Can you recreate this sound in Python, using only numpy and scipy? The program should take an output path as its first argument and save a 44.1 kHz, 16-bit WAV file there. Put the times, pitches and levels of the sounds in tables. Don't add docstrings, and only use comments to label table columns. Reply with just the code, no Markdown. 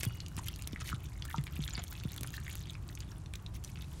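import sys
import numpy as np
from scipy import signal
from scipy.io import wavfile
from scipy.ndimage import uniform_filter1d

SR = 44100
rng = np.random.default_rng(int(sys.argv[2]) if len(sys.argv) > 2 else 0)


def store_wav(level_fs):
    pcm = np.round(np.clip(np.atleast_2d(level_fs), -1, 1) * 32767)
    wavfile.write(sys.argv[1], SR, pcm.T.astype(np.int16))


N = 176400

# (frequency [Hz], gain [dB])
IMPACT_SPECTRUM = [(300, 10), (900, -3.5), (2000, 4.5), (4000, 5), (8000, 5.5), (11000, 6), (16000, -1.5)]
CHIRP_PER_S = 20


def amp(db):
    return 10 ** (np.asarray(db) / 20)


def unit(x):
    return x / np.sqrt(np.mean(x ** 2) + 1e-20)


def seconds(size):
    return np.arange(size) / SR


def read(points, hz):
    f, value = np.transpose(points)
    return np.interp(np.log(hz + 1), np.log(f), value)


def colour(x, spectrum):
    log_gain = np.log(amp(read(spectrum, abs(np.fft.fftfreq(8192, 1 / SR)))))
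    taps = np.fft.ifft(np.exp(np.conj(signal.hilbert(log_gain)))).real[:4096]
    return signal.fftconvolve(x, taps)[:len(x)]


def add(mix, s, sound):
    part = mix[max(round(s * SR), 0):][:len(sound)]
    part += sound[:len(part)]


def ring(t, hz, rise_s, decay_s):
    envelope = (1 - np.exp(-t / rise_s)) * np.exp(-t / decay_s)
    return envelope * np.sin(2 * np.pi * np.cumsum(hz + 0 * t) / SR)


def splat(t, decay_s, rise_s=.0021):
    return (1 - np.exp(-t / rise_s)) * np.exp(-t / decay_s) * rng.standard_normal(len(t))


def droplets(size, per_s, pitches, spread_db, cycles):
    t, out = seconds(size=400), np.zeros(size)
    for hz in pitches:
        lands = rng.random(size) < per_s / len(pitches) / SR
        strength = np.minimum(rng.exponential(1, size), 4)
        hits = lands * amp(spread_db * strength) * rng.choice([-1, 1], size)
        decay_s = cycles * 2 ** rng.uniform(-1, 1) / hz
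        grain = ring(t, hz * (1 + CHIRP_PER_S * t), rise_s=.000079, decay_s=decay_s)
        out += signal.oaconvolve(hits, unit(grain))[:size]
    return unit(out)


def room_tone():
    # (frequency [Hz], relative level [dB])
    rumble_spectrum = [(10, -56), (25, -8), (38, -9.5), (56, 3.5), (80, 2), (115, -0.5), (160, -5),
                       (235, -20.5), (310, -17), (480, -31), (800, -33.5), (1500, -64)]
    hiss_spectrum = [(300, -4), (700, 17), (1100, 20.5), (2000, 8.5), (3500, -4), (5000, -24), (9000, -26),
                     (16000, -26)]
    rumble, hiss, drift = rng.standard_normal((3, N))
    rumble = amp(-43.5) * unit(colour(rumble, rumble_spectrum))
    hiss = amp(-66) * unit(colour(hiss, hiss_spectrum))
    flicker_db = 1.5 * unit(uniform_filter1d(drift, size=1500))
    return rumble + amp(flicker_db) * hiss


def tray_and_room(direct):
    # (frequency [Hz], time to fall 60 dB [s])
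    room_t60 = [(100, 0.19), (1000, 0.18), (4000, 0.087), (16000, 0.019)]
    tray_db, room_db, tray_decay_s = -11, -15.5, .004
    t, out = seconds(size=16384), direct.copy()
    for k in range(3):
        tray, room = rng.standard_normal((2, len(t)))
        tray *= (t > .001) * np.exp(-t / tray_decay_s)
        hz, when, bands = signal.stft(room * (t > .004), SR, nperseg=256)
        bands *= amp(-60 * when / read(room_t60, hz)[:, None])
        room = signal.istft(bands, SR, nperseg=256)[1][:len(t)]
        echo = amp(tray_db) * tray / np.linalg.norm(tray) + amp(room_db) * room / np.linalg.norm(room)
        share = np.sqrt(2 / 3) * np.cos(np.pi * (2 * seconds(N) + k / 3))
        out += signal.fftconvolve(direct * share, echo)[:N]
    return out


def fizz():
    # (time [s], level [dB])
    levels = [(0, -62), (.15, -68), (.9, -69), (2.35, -68), (2.8, -70), (3.62, -71), (3.66, -60),
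              (3.75, -68), (3.87, -65), (4, -59)]
    bright = colour(rng.standard_normal(N), IMPACT_SPECTRUM)
    hiss = signal.lfilter(*signal.butter(2, 9500, fs=SR), bright)
    return amp(np.interp(seconds(N), *np.transpose(levels))) * unit(hiss)


def thin_ring():
    t, out = seconds(size=SR), np.zeros(N)
    add(out, s=.055, sound=amp(-55) * ring(t, hz=2891, rise_s=.0045, decay_s=.15))
    add(out, s=.055, sound=amp(-63) * ring(t, hz=4560, rise_s=.0045, decay_s=.11))
    return out


def crackle():
    # (frequency [Hz], gain [dB])
    spectrum = [(600, 8), (1500, -8.5), (3400, 6.5), (4800, -1), (7000, 7.5), (10000, 4), (16000, 10)]
    per_s, spread_db = 340, 4.2
    t, out, centres = seconds(size=300), np.zeros(N), np.geomspace(1400, 13000, num=32)
    for hz in centres:
        lands = rng.random(N) < per_s / len(centres) / SR
        strength = np.minimum(rng.exponential(1, N), 3.5)
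        hits = lands * amp(spread_db * strength)
        slap = splat(t, decay_s=.0006 * 2 ** rng.uniform(-1, 1), rise_s=.0006)
        band = signal.butter(2, [hz / 1.3, hz * 1.3], "bandpass", fs=SR)
        out += signal.oaconvolve(hits, unit(signal.lfilter(*band, slap)))[:N]
    return unit(colour(out, spectrum))


def patter():
    # (time [s], level [dB])
    flow = [(0, -59.5), (.15, -65), (.32, -71), (.42, -59.5), (.78, -68.5), (.88, -56), (1.0, -65),
            (1.18, -65.5), (1.27, -59.5), (1.52, -63), (1.74, -56), (2.0, -61), (2.25, -58.5), (2.5, -59),
            (2.84, -70.5), (2.97, -65.5), (3.2, -73), (3.55, -77), (3.78, -60), (4, -79)]
    pitches = np.concatenate([np.geomspace(1250, 4400, 24), np.geomspace(4800, 9500, 6)])
    drips = droplets(N, per_s=200, pitches=pitches, spread_db=4, cycles=3.6)
    drift = uniform_filter1d(uniform_filter1d(rng.standard_normal(N), size=1300), size=500)
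    clump_db = 4.5 * np.tanh(unit(drift))
    flow_db = np.interp(seconds(N), *np.transpose(flow))
    return amp(flow_db + clump_db) * (crackle() + amp(1) * drips)


def sprays():
    # (time [s], length [s], level [dB], centre pitch [Hz])
    fans = [(.002, 0.013, -42, 5050), (0.029, 0.019, -40.5, 5100), (0.375, 0.021, -47.5, 4050),
            (0.458, 0.022, -49, 4800), (0.801, 0.023, -45.5, 3640), (0.844, 0.064, -49.5, 5150),
            (1.727, 0.018, -48.5, 2560), (1.77, 0.041, -48, 1880), (2.243, 0.017, -74, 6600),
            (2.335, 0.027, -51, 6400), (3.536, 0.04, -55, 5870)]
    t, out = seconds(size=3000), np.zeros(N)
    for s, length, db, hz in fans:
        pitches = np.minimum(hz * np.geomspace(.35, 2.6, num=12), SR / 3)
        arch = np.sin(np.pi * np.minimum(t / length, 1)).clip(0) ** .5
        spray = droplets(len(t), per_s=7000, pitches=pitches, spread_db=5, cycles=2.6)
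        add(out, s, amp(db) * arch * spray)
    return out


def gulps():
    # (time [s], level [dB], final pitch [Hz], decay [s])
    thumps = [(0.0654, -20.5, 111.6, 0.017), (.379, -19.5, 130, 0.0027), (0.732, -21, 162, 0.0038),
              (0.9342, -23, 117, 0.013), (1.3814, -22.5, 139, 0.019), (1.5912, -23.5, 141.3, .022),
              (1.7803, -18.5, 111, 0.0037), (2.053, -16, 119.4, 0.0054), (2.212, -29, 122, 0.021)]
    t, out = seconds(size=8000), np.zeros(N)
    glide = 1 + 1.6 * np.exp(-t / .0027)
    for s, db, hz, decay_s in thumps:
        add(out, s, -amp(db) * ring(t, hz * glide, rise_s=.0045, decay_s=decay_s))
    return out


def bubbles():
    # (time [s], level [dB], starting pitch [Hz], decay [s])
    plinks = [(0.036, -33, 1600, 0.0016), (0.064, -39, 3300, 0.004), (.3916, -30.5, 1010, 0.0025),
              (0.485, -18.5, 3190, 0.00082), (0.7606, -18, 1990, 0.00067), (.9279, -21.5, 1310, 0.0018),
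              (1.2865, -42.5, 1740, 0.0078), (1.312, -26, 1930, 0.00087), (1.343, -24.5, 908, 0.0027),
              (1.3428, -26.5, 1305, 0.0037), (1.735, -25, 7040, .0014), (1.7534, -18.5, 4620, 0.00095),
              (1.792, -32, 6940, 0.0031), (2.34, -33, 1780, 0.0025), (2.3794, -27, 1720, .0014),
              (2.48, -23, 2030, 0.00099), (2.6977, -20.5, 3630, 0.00072)]
    t, out = seconds(size=2000), np.zeros(N)
    glide = 1 + .026 * (1 - np.exp(-t / .048))
    for s, db, hz, decay_s in plinks:
        add(out, s, amp(db) * ring(t, hz * glide, rise_s=.00079, decay_s=decay_s))
    return out


def stone_ticks():
    # (time [s], level [dB])
    hits = [(0.0323, -22.5), (0.0507, -26), (0.2831, -36), (0.3666, -33), (0.4833, -27.5), (0.5604, -32),
            (0.622, -33), (0.6364, -42.5), (0.6739, -26.5), (1.253, -37), (1.4389, -32), (1.8382, -31),
            (2.1191, -32.5), (2.1408, -41), (2.163, -33), (2.1774, -35), (2.2094, -29.5), (2.2326, -26),
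            (2.2734, -32), (2.3047, -34), (2.5541, -28), (2.5805, -43), (3.3368, -35.5), (3.357, -34),
            (3.6394, -33)]
    t, out = seconds(size=700), np.zeros(N)
    for s, db in hits:
        tick = colour(splat(t, decay_s=.0005), IMPACT_SPECTRUM)
        add(out, s, amp(db + 1) * tick / abs(tick).max())
    return out


def wet_drops():
    # (time [s], level [dB], pitch [Hz])
    hits = [(0.2034, -32, 4210), (0.2623, -33, 4590), (0.379, -37, 1310), (0.4688, -58, 2880),
            (0.7307, -37.5, 3350), (0.8174, -40, 1210), (0.8904, -29.5, 2730), (0.9184, -36.5, 1370),
            (1.2226, -28, 3230), (1.2521, -36, 1370), (1.3034, -34, 2100), (1.3813, -36, 3400),
            (1.4681, -32.5, 2200), (1.4774, -37, 2200), (1.5653, -36, 2700), (1.6387, -33.5, 3660),
            (1.6776, -30, 3170), (1.6914, -41.5, 2530), (1.7064, -34, 3900), (1.7779, -28, 2100),
            (1.9245, -33.5, 1750), (1.9364, -45, 1710), (1.9525, -36, 2560), (1.9994, -37.5, 3740),
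            (2.0358, -34.5, 3430), (2.1806, -33, 3320), (2.2444, -35.5, 1240), (2.4663, -37.5, 2120),
            (2.5102, -41, 3800), (2.611, -40, 3640), (2.6708, -44.5, 3280), (2.7521, -39, 2310),
            (2.8888, -37, 3820), (2.9517, -34, 6240), (2.9744, -39, 2310), (3.0041, -33, 4670),
            (3.0215, -40.5, 1900), (3.26, -39, 3520), (3.3373, -33, 2300), (3.3543, -34.5, 3500),
            (3.463, -34.5, 3710), (3.6464, -28.5, 5770), (3.7574, -38.5, 2670), (3.7724, -41, 2500),
            (3.8097, -39.5, 3450)]
    splat_db, ring_db = -2, -3.5
    t, out = seconds(size=700), np.zeros(N)
    for s, db, hz in hits:
        band = signal.butter(2, [hz / 1.6, min(hz * 1.6, SR / 3)], "bandpass", fs=SR)
        wet = signal.lfilter(*band, splat(t, decay_s=.0008))
        tone = ring(t, hz * (1 + CHIRP_PER_S * t), rise_s=.00025, decay_s=.0015)
        add(out, s, amp(db) * (amp(splat_db) * wet / abs(wet).max() + amp(ring_db) * tone))
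    return out


def scene():
    water = stone_ticks() + wet_drops() + bubbles() + sprays() + patter()
    return (tray_and_room(water) + gulps() + thin_ring() + fizz() + room_tone())[None]


def record(dry):
    lowpass = signal.firwin(255, cutoff=16200, window=("kaiser", 8), fs=SR)
    return signal.oaconvolve(dry, lowpass[None], "same")


dry = scene()
out = record(dry)
store_wav(out)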